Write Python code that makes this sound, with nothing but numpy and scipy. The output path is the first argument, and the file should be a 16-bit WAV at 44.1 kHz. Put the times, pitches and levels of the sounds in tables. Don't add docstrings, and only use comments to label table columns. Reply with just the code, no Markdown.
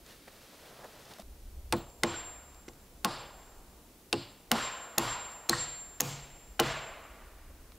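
import sys
import numpy as np
from scipy import signal
from scipy.fft import rfft, irfft, next_fast_len
from scipy.io import wavfile
from scipy.ndimage import uniform_filter1d, map_coordinates

SR = 44100
rng = np.random.default_rng(int(sys.argv[2]) if len(sys.argv) > 2 else 0)


def digitize_waveform(pressure):
    field = np.atleast_2d(pressure).T
    bounded = np.clip(field, -1, 1)
    quanta = np.round(bounded * 32767).astype(np.int16)
    wavfile.write(sys.argv[1], SR, quanta)


def attenuation_scalar(level_db):
    decades = np.asarray(level_db, float) / 20
    return 10 ** decades


N = 343087

# time_s, buffet_db
WIND = [
    [(0, -63), (.25, -67), (.65, -66.5), (1.222, -68)],
    [(1.23, -49), (1.74, -44.5), (1.85, -56), (3.55, -59), (3.58, -53), (4.09, -70), (4.15, -61),
     (4.42, -69), (4.55, -55), (4.91, -71), (5.04, -53), (5.46, -66), (5.55, -55), (5.83, -62.5),
     (6.74, -51.5), (6.87, -59), (7.47, -52), (7.78, -56)],
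]
# freq_hz, density_db_per_hz
RUMBLE = [(12, -32), (20, -2), (70, -4.5), (82, -15.5), (105, -20.5), (200, -44), (260, -78), (440, -120)]
# freq_hz, density_db_per_hz
AIR = [(41, -33), (70, -10.5), (300, -8), (641, -15), (1050, -22), (1730, -27), (3050, -27.5), (15700, -29),
       (15900, -70)]
AIR_DB = -60.5

# time_s, busy_db
RUSTLE = [(0, -22), (.26, -6), (.37, -2), (.52, -2), (.66, -0.5), (1.1, -.5), (1.225, -1)]
# time_s, scrape_db, sleeve_db, spread_s
NUDGES = [
    (0, -71, -98, 0.017),
    (.108, -61, -58.5, 0.043),
    (.282, -53, -62, 0.0055),
    (.68, -65, -73, 0.028),
    (.855, -57, -76, 0.014),
    (1.0, -63, -70, 0.01),
    (1.118, -55, -62, 0.0088),
    (1.187, -49, -56, 0.0011),
    (1.2, -64, -66, 0.002),
    (1.222, -50, -53, 0.0006),
]
# freq_hz, density_db_per_hz
SCRAPE = [(88, -26), (130, -5.5), (284, -16), (361, -9), (563, -4), (2000, -16.5), (2600, -47),
          (4400, -120)]
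# freq_hz, density_db_per_hz
SLEEVE = [(710, -22), (1200, -5), (2570, -5), (4430, -6), (7650, -12.5), (14100, -15.5), (15500, -18)]
CLOSE_END_S = 1.2232
SCRAPE_DB, SLEEVE_DB = -56.5, -58.5
SCRAPE_FOLLOWS, SLEEVE_FOLLOWS = 3.2, 0.51

# start_s, peak_db, pitch_hz, t60_s
TICKS = [(.0634, -47.5, 5000, .01), (1.0546, -48, 4500, .01), (.0972, -52, 1550, .012),
         (.2793, -45, 1900, .014), (.821, -52, 1000, .012), (.842, -50, 1300, .012),
         (1.136, -42, 3500, 0.017), (1.1842, -50, 4800, .008), (1.2211, -56, 2500, .006),
         (1.7255, -24, 3400, .008), (1.7258, -29, 7000, 0.0065), (5.4955, -19, 8900, 0.0055),
         (1.1985, -45, 6000, .015), (1.7655, -50, 11000, .008), (1.7805, -50, 9000, .006),
         (1.9007, -50, 4520, 0.0072), (2.5462, -51, 4500, .006), (2.7348, -52, 4600, .006),
         (2.749, -56, 4200, .006), (3.4317, -56, 4200, .02), (5.3195, -46, 4500, .006),
         (5.335, -49, 4800, .006), (5.4896, -37, 5540, .006), (5.5285, -42, 11930, .008),
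         (6.0015, -29, 6000, 0.0044), (7.7203, -45, 2900, .007), (7.7208, -43, 1400, .008),
         (7.7205, -62, 8500, .006), (7.7529, -55, 8300, .01)]
# start_s, peak_db, pitch_hz, t60_s, puff_db
TAPS = [
    (0.279, -50, 574, 0.034, 5),
    (0.844, -48, 555, 0.041, 10),
    (1.115, -41, 700, 0.03, -1),
    (1.123, -44, 800, 0.025, -4),
    (1.1945, -28, 672, 0.021, -19),
    (1.197, -37.5, 210, 0.047, -12),
    (2.108, -32.5, 960, 0.035, -9),
    (2.141, -29.5, 1480, 0.047, -26),
    (7.503, -45, 530, 0.031, -11),
    (7.603, -65, 439, 0.035, 2),
]
# start_s, peak_db, pitch_hz, t60_s, puff_db
REBOUND = [
    (2.681, -24, 338, 0.018, -13),
    (2.6824, -30.5, 2110, 0.012, -14),
    (5.529, -15, 1870, 0.034, -23),
    (5.529, -11, 1600, 0.017, -31),
    (5.529, -17, 1310, 0.023, -25),
    (5.529, -16, 1110, 0.029, -24),
]
# start_s, peak_db, pitch_hz, t60_s, puff_db
PINGS = [(1.741, -50, 15300, 0.04, -40), (1.7655, -47, 15700, .05, -30), (1.7805, -47, 15600, .09, -30),
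         (1.7805, -55, 8000, .07, -40), (2.06, -58, 15600, .11, -40)]
# start_s, peak_db, pitch_hz, t60_s, puff_db
THUMPS = [(2.037, -27, 604, 0.068, -30), (3.05, -27.5, 192, .1, -30), (3.05, -30.5, 313, 0.096, -30),
          (4.132, -26.5, 417, 0.11, -30), (4.131, -32, 492, .06, -30), (3.0505, -26, 1070, 0.066, -30),
          (6.601, -23, 465, 0.098, -30), (1.728, -23, 900, .05, -30), (4.52, -26, 1150, .04, -30),
          (4.52, -28, 225, .1, -30), (6.602, -30, 267, .08, -30), (5.535, -42, 1860, .35, -30),
          (6.02, -50, 2450, .4, -30), (4.52, -28, 760, 0.056, -30), (6.012, -33, 276, 0.069, -30)]

# start_s, first_touch_lead_s
STRIKES = [(1.7248, .002), (2.0345, .004), (2.6864, .005), (3.0469, .004), (4.1283, .003), (4.5156, .004),
           (4.9817, .004), (5.4946, .0045), (6.0058, .0045), (6.5984, .0045)]
# crack_db, touch_db, touch_brightness_hz, ground_bounce_db
BLOWS = [
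    (-9.5, -42, 1300, -6.5),
    (-6, -26, 860, -2.5),
    (-33.5, -47, 3100, -18),
    (-6, -36, 1300, -2.5),
    (-2.5, -41, 1100, -3),
    (-2.5, -24.5, 1250, -8),
    (-9, -23.5, 2200, 2.5),
    (-8.5, -30, 4200, -3),
    (-14.5, -27.5, 4400, -1.5),
    (-11, -18, 4000, -2.5),
]
# body_db, clack_db, bite_db, edge_db
FACE = [(1, 6, -0.5, 5.5), (6.5, -2.5, 0.5, -4), (-6, 0, 3, -15), (5, -9, -2, 3), (-6.5, -8, -8, -15),
        (5, 1.5, 4.5, 13), (-8, 1, 6.5, 17), (-16, -4, 12.5, 11), (3, 2, 19, 25), (-1, -0.5, 8.5, 13.5)]
BODY_HZ, CLACK_HZ, BITE_HZ, EDGE_HZ = 1550, 2440, 6660, 10650
# pitch_hz, level_db
NAIL = [(8420, 14.5), (2060, 8), (5800, 13), (2800, 15), (2770, 16.5), (3000, 6.5), (6900, 9.5),
        (4110, 11.5), (6940, 3.5), (3040, 12.5)]
# freq_hz, level_db
STEEL = [(200, -6), (800, -28), (1400, 6), (3000, 4.5), (4500, 6.5), (7000, -1.5), (9500, -1), (15500, -13)]
# chatter_db, chatter_s, post_delay_s, post_db
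AFTER = [(-18, 0.0037, 0.012, -21), (-16.5, 0.0037, 0.013, -24), (-21, .004, .012, -30),
         (-24.5, 0.009, 0.0085, -29), (-24, 0.0058, .012, -22), (-25, 0.0047, .011, -28),
         (-25, 0.004, 0.013, -21), (-25, 0.0042, .0115, -26), (-29, 0.0067, 0.0113, -17),
         (-18, 0.0056, 0.01, -27)]
BOUNCE_HZ = 5000

# pitch_hz, level_db, t60_s
WOOD = [(175.2, -12.5, 0.19), (220, -2, 0.13), (232.3, 0.5, 0.14), (276.4, -11.5, 0.32), (341, 0, 0.21),
        (433, -5.5, 0.097), (498.2, -3, 0.099), (615, -32.5, 0.048), (675, -14, 0.15), (749, 10.5, 0.028),
        (839, 5, 0.055), (1055, -0.5, 0.064), (1087, 6.5, 0.039), (1216, -7, 0.066)]
# knock_db, tilt_db_per_octave, spot_along_board (0-1), main_mode_db
KNOCKS = [(-23, 0.5, 0.14, 3), (-27.5, -1, 0.19, 2.5), (-51.5, -3, 0.33, -1), (-29.5, 4, 0.5, -13),
          (-26, -2.5, 0.3, -2), (-26.5, 1, .5, -18), (-28, 1.5, 0.28, -2), (-30, 4, 0.14, 9.5),
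          (-34, -1.5, .33, -16), (-26, 3.5, 0.22, -3)]
BASS = [-1.5, -2, -4, 0, -5, 2, 0.5, 0, -1.5, -1]
# level_db, pitch_hz, t60_s, rail_hum_db
POLES = [(-45, 43, .5, 2), (-40, 89, 0.42, 5), (-55, 140, 0.36, -5), (-44, 140, .5, -4),
         (-50, 190, 0.54, -1), (-48, 61, 0.45, -1), (-36.5, 120, 0.43, -5), (-39.5, 138, 0.58, 7.5),
         (-34, 139, 0.55, -0.5), (-32.5, 139, 0.42, -4)]
# pitch_hz, level_re_pole_db, t60_s
RAILS = [(338.5, -12, 0.24), (496, -11.5, 0.61), (698, -18, 1.17), (914, -11.5, 0.36), (1078, -13.5, 0.43)]
MAIN_MODE = 4
SPOT_DB = 3.5

# pole_db, board_db, steel_db, treble_shadow_db, treble_limit_hz
ECHOES = [(-32, -49, -57, 0, 16500), (-41, -44, -41.5, -6, 9300), (-64, -86, -71, -2, 9900),
          (-45.5, -43.5, -46, -7, 9800), (-40.5, -55, -45.5, -21, 11000), (-44.5, -38, -36.5, -3, 13500),
          (-42, -40, -37.5, -4.5, 16500), (-40.5, -47, -47, 3, 9400), (-40, -52, -45.5, -2, 18000),
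          (-38.5, -38, -38.5, -2, 8600)]
SHELF = [-16, -16, -40, -25, -30, -16, -30, -5.5, -16, -4]
# pitch_hz, level_db, overtone_hz, overtone_db
CLANGS = [(4000, 11, 8500, 6), (4250, -1, 9500, 3.5), (5000, 0, 9000, 0), (4800, 6.5, 10700, 15.5),
          (4930, 5, 8400, 20), (5000, 0.5, 14000, 0.5), (6450, 2, 11500, 3), (4240, 13, 8300, 10.5),
          (7000, 11.5, 13800, 11), (5000, -1, 16000, 0)]
SHADE_HZ = 5450
CLANG_WIDE = 0.35
# freq_hz, level_db_per_octave
POLE_ECHO = [(40, -43), (110, 0), (240, -12.5), (450, -17), (900, -21), (2000, -60)]
# freq_hz, level_db_per_octave
BOARD_ECHO = [(100, -43), (200, -9), (450, -8), (1000, 1), (2200, -4.5), (4000, -3), (8000, -50)]
# freq_hz, level_db_per_octave
STEEL_ECHO = [(500, -50), (1000, -32), (2200, -10), (3200, -3), (4300, 0), (5300, -0.5), (8500, 0.5),
              (16500, -3.5)]
# pitch_hz, width_hz, level_db
BOARD = [(342, 90, 3), (474, 22, 4.5), (677, 100, 0), (880, 36, -1), (1095, 17, -1), (1427, 18, 6),
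         (1830, 190, 0), (2380, 47, 3), (2850, 230, 3.5)]
# pitch_hz, level_db, second_hz, second_db
VOICE = [(700, 1, 1800, -5.5), (700, -0.5, 1800, 1.5), (700, 0, 2000, 0), (760, 1, 2300, -2),
         (700, 3, 1900, 0), (800, -2, 1600, 2.5), (1080, 3.5, 2100, 1.5), (700, 1, 1860, 7.5),
         (1290, 0, 2200, 4), (910, -3.5, 2200, 3.5)]
# pitch_hz, level_db, second_hz, second_db
LINGER = [(950, 3, 1250, 3), (335, 6, 2360, 5), (330, 5, 800, 3), (600, 3.5, 800, 1.5), (1060, 4, 1150, 3),
          (1054, 5.5, 800, 4.5), (1860, 6, 680, 3), (1350, 5, 500, 2), (1150, 3, 820, 6), (1150, 5, 650, 6)]
LINGER_WIDE_HZ = 34.3
# freq_hz, t60_s
FOREST = [(140, 0.52), (400, 0.56), (1000, 0.78), (2200, 0.9), (4300, 0.61), (8500, 0.38), (12000, 0.3),
          (15500, 0.25)]
# freq_hz, build_s
SWELL = [(150, 0.021), (1000, 0.028), (2500, 0.1), (5000, 0.079), (9000, 0.084), (15000, 0.061)]
# freq_hz, share (0-1)
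GAP = [(500, 1), (1300, 0.62), (3000, 0.64), (7000, 0.88), (14000, 0.89)]
# freq_hz, level_db
FAR = [(140, -61), (500, -6), (1300, -14), (2200, -18), (3200, -22), (6000, -27)]
DEEP = [0, 1, 0, 1, -0.5, 1, 0, -1, 1, 2.5]
REACH = [0.51, 0.91, .8, 0.91, 0.71, 1.01, 1.005, 0.94, 1.02, 0.99]

# blow_s, peak_db, crest_delay_s, fall_db_per_s, flutter_per_s
HEAD = [
    (1.7248, -67.5, 0.089, 25, 1.3),
    (2.0345, -49.5, 0.15, 30, 10.5),
    (3.0469, -64, 0.16, 20, 14),
    (4.1283, -72.5, 0.18, 69, 11),
    (4.5156, -48.5, .14, 42, 10.7),
    (4.9817, -46.5, 0.14, 37, 8.7),
    (5.496, -43, 0.12, 30, 9.7),
    (6.0058, -57.5, 0.12, 23.5, 9),
    (6.5984, -55.5, 0.12, 37, 17.5),
]
SWING = [6, 3, 3, 8, 22, 24, 28, 16, 12]
EARLY = [0.59, 0.2, 0.51, 0.52, 0.086, 0.14, 0.15, .2, .3]
# flutter_s, stifled_by_hand_after_s
HUSH = [(0.27, 0.25), (0.22, 0.31), (0.24, 0.46), (.3, .3), (0.35, 0.39), (0.27, 0.41), (0.23, 0.33),
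        (0.24, 0.48), (0.27, 0.29)]
# time_s, level_db, spread_s
SHIMMER = [(1.794, -6, .02), (1.854, -5, .015), (2.516, -3, .015), (2.65, -12, .01), (2.76, -11, .03),
           (2.9, -8, .03), (3.101, 8, 0.018), (3.179, -6, .01), (3.243, -9, .01), (3.295, -6, .012),
           (4.167, 7, .02), (4.584, -8, .02), (4.61, 9, .015), (4.753, -9, .012), (4.777, 4.5, .012),
           (5.068, 6, .012), (5.22, -2, 0.0089), (5.24, -6, 0.0074), (5.27, 3, .015), (5.709, -8, .01),
           (5.74, 0, 0.0066), (5.986, -7, .012), (6.078, 8, .012), (6.216, -7, .007), (6.284, -9, .018),
           (6.739, -10, .012), (6.797, -2, .011), (6.87, 5, 0.017), (6.95, -6, .011), (6.996, -6, 0.014),
           (7.048, 6, .02)]
HEAD_HZ, SING_RISE_S, LIFT_S, FLUTTER = 7393, 0.099, 0.4, 0.75
STIFLE_DB_PER_S, STIFLE_S = 70, 0.087

# freq_hz, density_db_per_hz
HISS = [(100, -5), (8000, -7), (15700, -7), (15900, -78)]
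HISS_DB = -67.5
# freq_hz, level_db
TOP_END = [(15750, 0), (15950, -14), (16500, -24), (16950, -34), (17050, -90)]


def unit(x):
    return x / np.sqrt(np.mean(x ** 2) + 1e-20)


def along(points, hz):
    f, v = np.transpose(points)
    return np.interp(np.log(hz + 1), np.log(f + 1), v)


def curve(points):
    s, v = np.transpose(points)
    return np.interp(np.arange(N) / SR, s, v)


def wobble(rate):
    return map_coordinates(rng.standard_normal(int(N * rate / SR) + 4), [np.arange(N) * rate / SR])


def filtered(x, response):
    m = 2 * next_fast_len(x.shape[-1] // 2 + 2048)
    return irfft(rfft(x, m) * response(np.fft.rfftfreq(m, 1 / SR)), m)[..., :x.shape[-1]]


def lowpass(hz, corner):
    return 1 / (1 + 1j * hz / corner)


def highpass(hz, corner):
    return 1j * hz / (corner + 1j * hz)


def resonance(hz, centre, half_width):
    return 1 / (1 + ((hz - centre) / half_width) ** 2)


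def causal(gain):
    cepstrum = irfft(np.log(gain + 1e-6))
    cepstrum[1:len(cepstrum) // 2] *= 2
    cepstrum[len(cepstrum) // 2 + 1:] = 0
    return np.exp(rfft(cepstrum))


def decay(t, t60):
    return attenuation_scalar(-60 * t / t60)


def build_up(t, tau):
    return 1 - np.exp(-t / tau)


def sine(hz, t, phase=0):
    return np.sin(2 * np.pi * hz * t + phase)


def rush(spectrum):
    return unit(filtered(rng.standard_normal(N), lambda hz: attenuation_scalar(along(spectrum, hz))))


def burst(t, hold, t60, spiky=1):
    shape = (t >= 0) * decay(np.maximum(t - hold, 0), t60)
    noise = rng.standard_normal(len(t))
    noise = shape * np.sign(noise) * np.abs(noise) ** spiky
    return noise * np.linalg.norm(shape) / np.linalg.norm(noise)


def add(track, s, sound):
    part = track[round(s * SR):][:len(sound)]
    part += sound[:len(part)]


def air():
    puffs = rush(RUMBLE)
    puffs = puffs / np.sqrt(np.abs(uniform_filter1d(puffs ** 2, size=SR // 6)) + .05)
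    treetops = attenuation_scalar(AIR_DB + 0.36 * wobble(3.1)) * rush(AIR)
    return treetops + attenuation_scalar(curve(WIND[0] + WIND[1]) + 1.2 * wobble(10)) * puffs


def rustle():
    track, t = np.zeros(N), np.arange(round(CLOSE_END_S * SR)) / SR
    busy_db = curve(RUSTLE)[:len(t)]
    scrape = attenuation_scalar(SCRAPE_DB + SCRAPE_FOLLOWS * busy_db)
    sleeve = attenuation_scalar(SLEEVE_DB + SLEEVE_FOLLOWS * busy_db)
    for s, scrape_db, sleeve_db, spread in NUDGES:
        bump = np.exp(-((t - s) / spread) ** 2)
        scrape = scrape + attenuation_scalar(scrape_db) * bump
        sleeve = sleeve + attenuation_scalar(sleeve_db) * bump
    boards = attenuation_scalar(1.5 * wobble(25) + 1.6 * wobble(110)) * rush(SCRAPE)
    cloth = attenuation_scalar(0.69 * wobble(68.4)) * rush(SLEEVE)
    add(track, 0, scrape * boards[:len(t)] + sleeve * cloth[:len(t)])
    return track


def ticks():
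    track, t = np.zeros(N), np.arange(SR // 40) / SR
    for s, db, hz, t60 in TICKS:
        band = lambda f: 1j * f * 0.61 * hz / (hz * hz - f * f + 1j * f * 0.51 * hz)
        add(track, s, attenuation_scalar(db + 3.5) * filtered(burst(t, 0.00033, t60), band))
    return track


def taps():
    track, t = np.zeros(N), np.arange(SR // 8) / SR
    for s, db, hz, t60, puff_db in [*TAPS, *REBOUND, *PINGS, *THUMPS]:
        ring = sine(hz, t) * decay(t, t60) * build_up(t, 0.0031)
        puff = filtered(burst(t, 0.00033, t60 * .5), lambda f: highpass(f, hz) * lowpass(f, 3 * hz))
        add(track, s, attenuation_scalar(db) * (ring + attenuation_scalar(puff_db) * puff))
    return track


def first_touch(lead, db, corner):
    t = np.arange(SR // 40) / SR
    dull = filtered(burst(t, lead, 0.012), lambda hz: highpass(hz, 400) * lowpass(hz, corner) ** 4)
    return attenuation_scalar(db) * np.sqrt(SR / corner) * 0.68 * dull


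def crack(face, bounce_db, nail_hz, nail_db, chatter_db, chatter_s, post_s, post_db):
    t = np.arange(SR // 16) / SR
    snap = .6 * burst(t, .0008, .003, 1.6)
    bounce = .7 * burst(t - .0016, .0005, .003, 1.6)
    snap[0], bounce[round(.0018 * SR)] = 4, -3.5
    snap = filtered(snap, lambda hz: lowpass(hz, 9000))
    ground = lambda hz: (0.32 * BOUNCE_HZ + 1j * hz) / (BOUNCE_HZ + 1j * hz)
    snap += attenuation_scalar(bounce_db) * filtered(bounce, ground)

    power = uniform_filter1d(np.abs(rfft(snap)) ** 2, size=70)
    power_at = lambda hz: np.interp(hz, np.fft.rfftfreq(len(t), 1 / SR), power)
    snap = filtered(snap, lambda hz: causal(np.sqrt(power.mean() / power_at(hz))))
    snap += attenuation_scalar(post_db) * filtered(burst(t - post_s, 0.00076, .004), lambda hz: lowpass(hz, 9000))
    snap += attenuation_scalar(chatter_db) * burst(t, chatter_s, 0.018)

    body_db, clack_db, bite_db, edge_db = face

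    def steel(hz):
        colour_db = along(STEEL, hz) + body_db / (1 + (hz / BODY_HZ) ** 4)
        colour_db += clack_db * resonance(hz, CLACK_HZ, 620) + bite_db * resonance(hz, BITE_HZ, 1180)
        colour_db += edge_db / (1 + (EDGE_HZ / (hz + 1)) ** 8) + nail_db * resonance(hz, nail_hz, 176)
        return causal(attenuation_scalar(colour_db) * hz ** 2 / (hz ** 2 + 130 ** 2))

    return filtered(snap, steel)


def knock(db, tilt_db, spot, drum_db, bass_db, pole_db, pole_hz, pole_t60, hum_db):
    t = np.arange(SR) / SR
    ring = np.zeros(SR)
    for k, (hz, level, t60) in enumerate(WOOD):
        share_db = tilt_db * np.log2(hz / 500) + SPOT_DB * np.cos(2 * np.pi * k * spot)
        share_db += drum_db * (k == MAIN_MODE) + bass_db * (k < MAIN_MODE)
        ring += attenuation_scalar(db + level + share_db) * decay(t, t60) * sine(hz, t, rng.uniform(0, 2 * np.pi))
    thud = filtered(burst(t, 0.0024, 0.074), lambda f: highpass(f, 200) * lowpass(f, 900) ** 2)
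    board = (ring + 1.1 * np.abs(ring).max() * thud) * build_up(t, 0.0073)
    pole = attenuation_scalar(pole_db + 5) * decay(t, pole_t60) * sine(pole_hz, t) * build_up(t, 0.081)
    rails = sum(attenuation_scalar(pole_db + hum_db + level) * decay(t, t60) * sine(hz, t) for hz, level, t60 in RAILS)
    return board + pole + rails * build_up(t, 0.0078)


def sent(f, pole_db, board_db, steel_db, shade_db, top_hz, shelf_db, *clang):
    ring_db = sum(db * resonance(f, hz, hz * CLANG_WIDE / 2) for hz, db in (clang[:2], clang[2:]))
    shadow_db = shade_db / (1 + (SHADE_HZ / (f + 1)) ** 20)
    steel = attenuation_scalar(steel_db + along(STEEL_ECHO, f) + shadow_db + ring_db)
    steel = steel * np.hypot(1 / np.sqrt(1 + (f / top_hz) ** 20), attenuation_scalar(shelf_db))
    pole, board = attenuation_scalar(pole_db + along(POLE_ECHO, f)), attenuation_scalar(board_db + along(BOARD_ECHO, f))
    return np.hypot(np.hypot(pole, board), steel)


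def echoes(colour, reach, voice, deep_db, linger):
    hz, t, z = signal.stft(rng.standard_normal(SR + SR // 2), SR, nperseg=256)
    t, hz = t / reach, hz[:, None]
    dying_db = -60 * t / along(FOREST, hz)
    thickening = 1 - along(GAP, hz) * np.exp(-(t / along(SWELL, hz)) ** 2)
    distant = attenuation_scalar(deep_db + along(FAR, hz) + 0.34 * dying_db)
    clumps = uniform_filter1d(rng.standard_normal(z.shape), size=12, axis=0)
    clumps = attenuation_scalar(0.74 * unit(uniform_filter1d(clumps, size=4, axis=1)))
    wash = signal.istft(z * thickening * np.hypot(attenuation_scalar(dying_db), distant) * clumps, SR, nperseg=256)[1]

    tones = [*BOARD]
    for c, db in (voice[:2], voice[2:]):
        tones.append((c, .5 * c, db))
    for c, db in (linger[:2], linger[2:]):
        tones.append((c, LINGER_WIDE_HZ, db))

    def radiated(f):
        tone_db = sum(db * resonance(f, c, width / 2) for c, width, db in tones)
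        return sent(f, *colour) * attenuation_scalar(tone_db + 6.5) * np.sqrt(SR / 2 / (f + 50))

    wash = filtered(wash, radiated)
    return wash * build_up(np.arange(len(wash)) / SR, 0.00073)


def hammer():
    track = np.zeros(N)
    for i, (s, lead) in enumerate(STRIKES):
        db, touch_db, touch_hz, bounce_db = BLOWS[i]
        add(track, s - lead, first_touch(lead, touch_db, touch_hz))
        add(track, s, attenuation_scalar(db - 6.5) * crack(FACE[i], bounce_db, *NAIL[i], *AFTER[i]))
        add(track, s, knock(*KNOCKS[i], BASS[i], *POLES[i]))
        colour = [*ECHOES[i], SHELF[i], *CLANGS[i]]
        add(track, s, echoes(colour, REACH[i], VOICE[i], DEEP[i], LINGER[i]))
    return track


def head():
    level, sag = np.zeros(N), np.zeros(N)
    for (s, db, crest, fall_db, rate), drop, early, (fade, hush) in zip(HEAD, SWING, EARLY, HUSH):
        start = round(s * SR)
        t = np.arange(min(N - start, SR)) / SR
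        swell = 1 - (1 - early) * np.exp(-(t / SING_RISE_S) ** 2)
        depth = FLUTTER * np.exp(-(t / fade) ** 3)
        flutter = np.abs(1 + depth * np.exp(2j * np.pi * rate * (t - crest)))
        stifled_db = STIFLE_DB_PER_S * np.clip(t - hush, 0, STIFLE_S)
        song = attenuation_scalar(db + 7 - fall_db * (t - crest) - stifled_db) * swell * flutter
        level[start:][:len(t)] = song
        sag[start:][:len(t)] = drop * np.minimum(t / LIFT_S, 1) ** 3
    time = np.arange(N) / SR
    level *= attenuation_scalar(sum(db * np.exp(-((time - s) / spread) ** 2) for s, db, spread in SHIMMER))
    pitch_hz = HEAD_HZ - sag + 4 * wobble(25) + 5 * wobble(70)
    tone = np.sin(2 * np.pi * np.cumsum(pitch_hz) / SR)
    return uniform_filter1d(level, size=200) * attenuation_scalar(.8 * wobble(30) + .6 * wobble(80)) * tone


def scene():
    mono = air() + rustle() + ticks() + taps() + hammer() + head()
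    apart = attenuation_scalar(-63.5) * wobble(45) * filtered(mono, lambda hz: lowpass(hz, 600))
    hiss = attenuation_scalar(HISS_DB + 2.5) * np.array([rush(HISS), rush(HISS)])
    return mono + np.array([apart, -apart]) + hiss


def top_cut(x):
    return signal.sosfilt(signal.butter(12, 16990, fs=SR, output="sos"), x)


def record(dry):
    limited = dry / (1 + np.abs(dry / .3) ** 4) ** (1 / 4)
    mix = filtered(limited, lambda hz: attenuation_scalar(along(TOP_END, hz)))
    return top_cut(mix)


dry = scene()
out = record(dry)
digitize_waveform(out)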